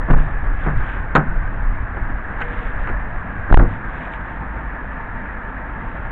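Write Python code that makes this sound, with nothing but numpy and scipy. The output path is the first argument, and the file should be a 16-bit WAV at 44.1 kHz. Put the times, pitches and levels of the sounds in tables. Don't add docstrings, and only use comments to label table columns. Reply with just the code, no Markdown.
import sys
import numpy as np
from scipy import signal
from scipy.io import wavfile
from scipy.ndimage import uniform_filter1d

SR = 44100
rng = np.random.default_rng(int(sys.argv[2]) if len(sys.argv) > 2 else 0)


def store_pcm(level_fs):
    pcm = np.round(np.clip(level_fs, -1, 1) * 32767).astype(np.int16)
    wavfile.write(sys.argv[1], SR, np.atleast_2d(pcm).T)


def invert_db(x):
    u = np.asarray(x, float) / 20
    return 10 ** u


N = 269451

# start in seconds, peak in dB, treble tilt in dB per octave,
# ring t60 in seconds at 1 kHz, snap of steel on steel in dB.
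REAR_KNOCKS = [
    (.085, -14.5, -5, 0.092, -50),
    (.102, -5.5, -2.5, 0.049, -36),
    (.109, -1.5, 1.5, 0.03, -18.5),
    (.113, -19.5, -3.5, 0.062, -26),
    (.131, -8.5, -2.5, 0.15, -48.5),
    (.218, -25, -3, 0.044, -48),
]
HANDLE_KNOCKS = [
    (.636, -22, 1, 0.042, -52),
    (.655, -20, -3.5, 0.05, -52),
    (.6635, -8.5, -0.5, 0.076, -46),
    (.67, -11, -2.5, 0.13, -44.5),
    (.684, -14, 1, .1, -54.5),
    (.705, -19.5, 0, 0.11, -55),
    (.778, -31, -5, .04, -31),
]
LATCH_KNOCKS = [
    (1.1524, 3, 1, 0.05, 2),
    (1.1588, 3, 3.5, 0.05, 2),
    (1.1645, -0.5, 0, 0.1, -7),
    (1.1785, -6, -2.5, .1, -22),
    (1.191, -9.5, 0, 0.18, -51.5),
    (1.208, -19.5, -18, 0.24, -42),
]
SEAT_KNOCKS = [
    (1.965, -17, -2, 0.13, -49),
    (2.405, -15, 2.5, 0.061, -29),
    (2.413, -13.5, 8, 0.036, -28),
    (2.418, -10, 19.5, 0.095, -22.5),
    (2.855, -32, -5, 0.044, -48),
    (2.873, -12.5, 6.5, 0.14, -32),
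    (2.888, -16, 9, 0.076, -37),
    (2.9, -20.5, -4, 0.079, -34),
]
SLAM_KNOCKS = [
    (3.502, -12.5, -3.5, .06, -41),
    (3.513, -2.5, -4, 0.11, -31.5),
    (3.525, 2.5, -2.5, 0.089, -7.5),
    (3.543, 5, -0.5, .05, -8.5),
    (3.573, -1.5, -2, 0.06, -12),
    (3.5785, 4, 1.5, 0.04, -6),
    (3.594, -7, -2.5, 0.15, -17.5),
    (3.625, -17.5, -8.5, 0.083, -39),
    (3.647, -15.5, -5, 0.075, -46),
]
# frequency in Hz, density in dB per Hz.
DOOR_SKIN = [(60, -21.5), (200, -8), (400, -11.5), (750, -7), (1100, -5), (1500, -2), (2100, -15.5),
             (3300, -39.5)]
# frequency in Hz, level in dB, t60 in seconds.
DOOR_DRUM = [(147.4, -14, 0.36), (192, -22.5, 0.23), (112, -30, 0.33)]
DOOR_FRAME = [(102.3, -11, 0.5), (264, -14.5, 0.32), (346.5, -12.5, 0.25), (477, -17.5, 0.33)]
LATCH_STEEL = [(3100, -5, .007), (3700, -2, .007), (4200, 0, .006), (4800, -2, .005)]
# frequency in Hz, t60 in seconds.
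REAR_AIR = [(20.3, .187), (24.9, .9), (42.3, .355)]
FRONT_AIR = [(23, .153), (31, .325), (43.4, .43)]
# start in seconds, signed pressure on each of the three modes.
REAR_PUSH = [
    (.1008, -1.77, 1.73, .13),
    (.1397, 2.08, -1.62, -.55),
]
FRONT_PUSH = [
    (3.5131, -2.65, 5.3, -.11),
    (3.5551, 9, 2.54, -.75),
]
# start in seconds, level in dB, frequency in Hz, t60 in seconds.
CHECK_STRAP = [(2.418, -35, 481, 2.1)]
# centre in seconds, half length in seconds, level in dB.
SCUFFS = [(.21, .08, -51.5), (0.637, 0.056, -49.5), (0.803, 0.046, -52.5), (0.918, .07, -46.5),
          (2.501, 0.13, -55.5), (2.623, 0.095, -50), (2.818, 0.036, -51.5), (3.726, .035, -50.5),
          (3.963, 0.067, -52), (4.047, 0.047, -49), (4.143, 0.026, -46.5), (4.296, 0.076, -58),
          (5.947, 0.15, -61)]
# frequency in Hz, density in dB per Hz.
GRIT = [(900, -31), (1500, -10.5), (2300, -8), (3050, -18), (3750, -25.5), (4200, -45), (5000, -50.5),
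        (5500, -62)]
RUMBLE = [(5.9, -34), (10, -1.5), (21, -4), (36, 1), (46, -7), (70, -16.5), (104, -12.5), (140, -30.5),
          (180, -53), (310, -120)]
STREET = [(60, -12), (90, -4.5), (130, -11), (170, -6), (210, -13.5), (250, -8.5), (360, -18.5), (750, -14),
          (1300, -13), (1800, -14), (2400, -28.5), (3050, -42.5), (4000, -56), (5000, -85)]
# time in seconds, level in dB.
BREEZE = [(0, -23), (1.8, -22), (2.4, -26.5), (3.5, -27), (4.3, -37), (5.7, -36.5), (6.11, -29.5)]
# centre in seconds, half length in seconds, change in dB.
GUSTS = [
    (.37, 0.093, 2.5),
    (.6, .07, -4),
    (.76, 0.054, 6),
    (2.92, .1, 4),
    (3.68, .08, 8),
]
# time in seconds, centre frequency in Hz.
CHORUS = [(0.0, 1746), (0.68, 1613), (1.0, 1570), (1.34, 1542), (1.72, 1658), (3.05, 1678), (3.56, 1580),
          (4.93, 1704), (6.11, 1663)]
# centre in seconds, half length in seconds, rise in dB.
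SWELLS = [(.1, 0.078, 4), (.44, 0.12, 1), (.88, 0.15, 6), (2.45, 0.31, 4.5), (2.92, .13, 4.5),
          (3.45, 0.12, 4.5), (4, 0.12, 3.5), (4.8, 0.45, -0.5)]
# frequency in Hz, width in Hz, level in dB, time in seconds when it is uncovered.
MACHINE = [(26.7, 0.62, -37.5, 4.4), (40.3, 0.91, -38, 2.9), (52.94, 0.59, -33, 3.6),
           (904, 3.6, -43.5, 3.4), (248.2, 15, -49, 1.7)]
# frequency in Hz, gain in dB.
SMOOTHING = [(0, 1.5), (1500, 0), (3000, -9.5), (4200, -18.5), (4900, -44), (5300, -57.5), (5800, -44),
             (6600, -26), (7600, -34.5), (8200, -53.5), (8800, -87), (11025, -120), (22050, -120)]

SHUFFLE_DB = -59
STREET_DB, CHORUS_DB = -30, -37.5
SHARED_SWELL = .2
FULL_SCALE, HEADROOM = .707, .712
STEP = 4


def knocks(rows, boom_db, drum=DOOR_DRUM, count=56):
    out = np.zeros(N)
    t = np.arange(SR // 4) / SR
    for s, db, tilt_db, t60, snap_db in rows:
        place, sign = rng.random((2, count))
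        hz = 150 + 3100 * ((np.arange(count) + place) / count) ** 1.3
        mode_db = outdoors(DOOR_SKIN, hz) + tilt_db * np.log2(hz / 1000)
        gain = invert_db(mode_db) * np.sign(sign - .5)
        mode_t60 = t60 * (1000 / hz) ** 0.66
        modes = invert_db(-60 * t[:, None] / mode_t60) * np.sin(2 * np.pi * hz * t[:, None])
        skin = modes @ gain
        boom = invert_db(boom_db) * ring(drum, t)
        add(out, s, invert_db(db) * (skin / abs(skin).max() + boom))
        add(out, s, invert_db(snap_db) * ring(LATCH_STEEL, t))
    return out


def cab_air(modes, pushes):
    out = np.zeros(N)
    t = np.arange(SR)[:, None] / SR
    hz, t60 = np.transpose(modes)
    ringing = invert_db(-60 * t / t60) * np.sin(2 * np.pi * hz * t)
    for s, *push in pushes:
        add(out, s, ringing @ push)
    return out


def strap():
    out = np.zeros(N)
    t = np.arange(SR) / SR
    for s, db, hz, t60 in CHECK_STRAP:
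        add(out, s, ring([(hz, db, t60)], t))
    return out


def grit():
    grain_db = 2.3 * np.minimum(rng.exponential(1, N // 40 + 1), 4)
    grains = invert_db(grain_db).repeat(40)[:N]
    rustle = noise(GRIT, patchy_db=2, flicker_db=1.5, size=256)
    crackle = evened(rustle * uniform_filter1d(grains, size=30))
    scuffing = bumps([(s, half, invert_db(db)) for s, half, db in SCUFFS])
    return invert_db(9.5) * (invert_db(SHUFFLE_DB) + scuffing) * crackle


def wind_rumble():
    breeze_db = np.interp(np.arange(N) / SR, *np.transpose(BREEZE))
    eddies = noise(RUMBLE, patchy_db=-1.0, flicker_db=3.0, size=4096)
    return invert_db(2.5 + breeze_db + bumps(GUSTS)) * eddies


def insects():
    hz = np.interp(np.arange(N) / SR, *np.transpose(CHORUS))
    throb = invert_db(1.4 * evened(uniform_filter1d(rng.standard_normal(N), size=900)))
    band = resonate(resonate(rng.standard_normal(N), hz, 180), hz, 270)
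    return invert_db(CHORUS_DB + bumps(SWELLS)) * evened(band * throb)


def street_hiss():
    hiss = noise(STREET, patchy_db=1.2, flicker_db=0.74, size=1024)
    return invert_db(STREET_DB + SHARED_SWELL * bumps(SWELLS)) * hiss


def machine():
    t = np.arange(N) / SR
    out = np.zeros(N)
    for hz, width, db, s in MACHINE:
        line = evened(resonate(rng.standard_normal(N), hz, width))
        out += invert_db(db) * np.clip((t - s) / .3, .25, 1) * line
    return out


def ring(modes, t):
    return sum(invert_db(db - 60 * t / t60) * np.sin(2 * np.pi * hz * t) for hz, db, t60 in modes)


def resonate(x, hz, width):
    turn = np.exp(2j * np.pi * np.cumsum(hz * np.ones(len(x))) / SR)
    r = np.exp(-np.pi * width / SR)
    smooth = signal.lfilter([1 - r], [1, -r], x / turn + 1e-18)
    return 2 * (turn * smooth).real


def noise(points, patchy_db, flicker_db, size=2048):
    frames, hz = 4 * N // size + 5, np.fft.rfftfreq(size, 1 / SR)
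    a, b, patches = rng.standard_normal((frames, len(hz), 3)).T
    patches = uniform_filter1d(patches, size=size // 128, axis=0)
    patches = evened(uniform_filter1d(patches, size=6, axis=1))
    flicker = flicker_db * rng.standard_normal(frames)
    db = outdoors(points, hz)[:, None] + patchy_db * patches + flicker
    spectra = (a + 1j * b) * invert_db(db)
    return evened(signal.istft(spectra, nperseg=size, noverlap=3 * size // 4)[1][:N])


def outdoors(points, hz):
    f, value = np.transpose(points)
    db = np.interp(np.log(hz + 1), np.log(f + 1), value)
    return db - np.maximum(np.interp(hz, *np.transpose(SMOOTHING)), -30)


def bumps(rows):
    t = np.arange(N) / SR
    return sum(height * np.exp(-((t - s) / half) ** 2) for s, half, height in rows)


def evened(x):
    return x / np.sqrt(np.mean(x ** 2) + 1e-20)


def add(mix, s, sound):
    part = mix[round(s * SR):][:len(sound)]
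    part += sound[:len(part)]


def scene():
    doors = knocks(REAR_KNOCKS, boom_db=5) + cab_air(REAR_AIR, REAR_PUSH)
    doors += knocks(HANDLE_KNOCKS, boom_db=-3.5)
    doors += knocks(LATCH_KNOCKS, boom_db=-8.5)
    doors += knocks(SEAT_KNOCKS, boom_db=-23.0) + strap()
    doors += knocks(SLAM_KNOCKS, boom_db=-4.0, drum=DOOR_FRAME) + cab_air(FRONT_AIR, FRONT_PUSH)
    floor = grit() + wind_rumble() + insects() + street_hiss() + machine()
    return (doors + floor)[None]


def low_pass(x):
    return signal.sosfilt(signal.butter(12, 15750, fs=SR, output="sos"), x)


def record(dry):
    slow = signal.resample_poly(dry, up=1, down=STEP, axis=1)
    spaced = np.zeros_like(dry)
    spaced[:, ::STEP] = STEP * np.clip(slow, -FULL_SCALE, FULL_SCALE)
    hz = np.linspace(0, SR / 2, num=257)
    gain = invert_db(np.interp(hz, *np.transpose(SMOOTHING)))
    smoothing = signal.firwin2(numtaps=161, freq=hz, gain=gain, fs=SR, window=("kaiser", 8))
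    smooth = signal.oaconvolve(spaced, smoothing[None] / smoothing.sum(), "same")
    return low_pass(np.clip(smooth, -HEADROOM, HEADROOM))


dry = scene()
out = record(dry)
store_pcm(out)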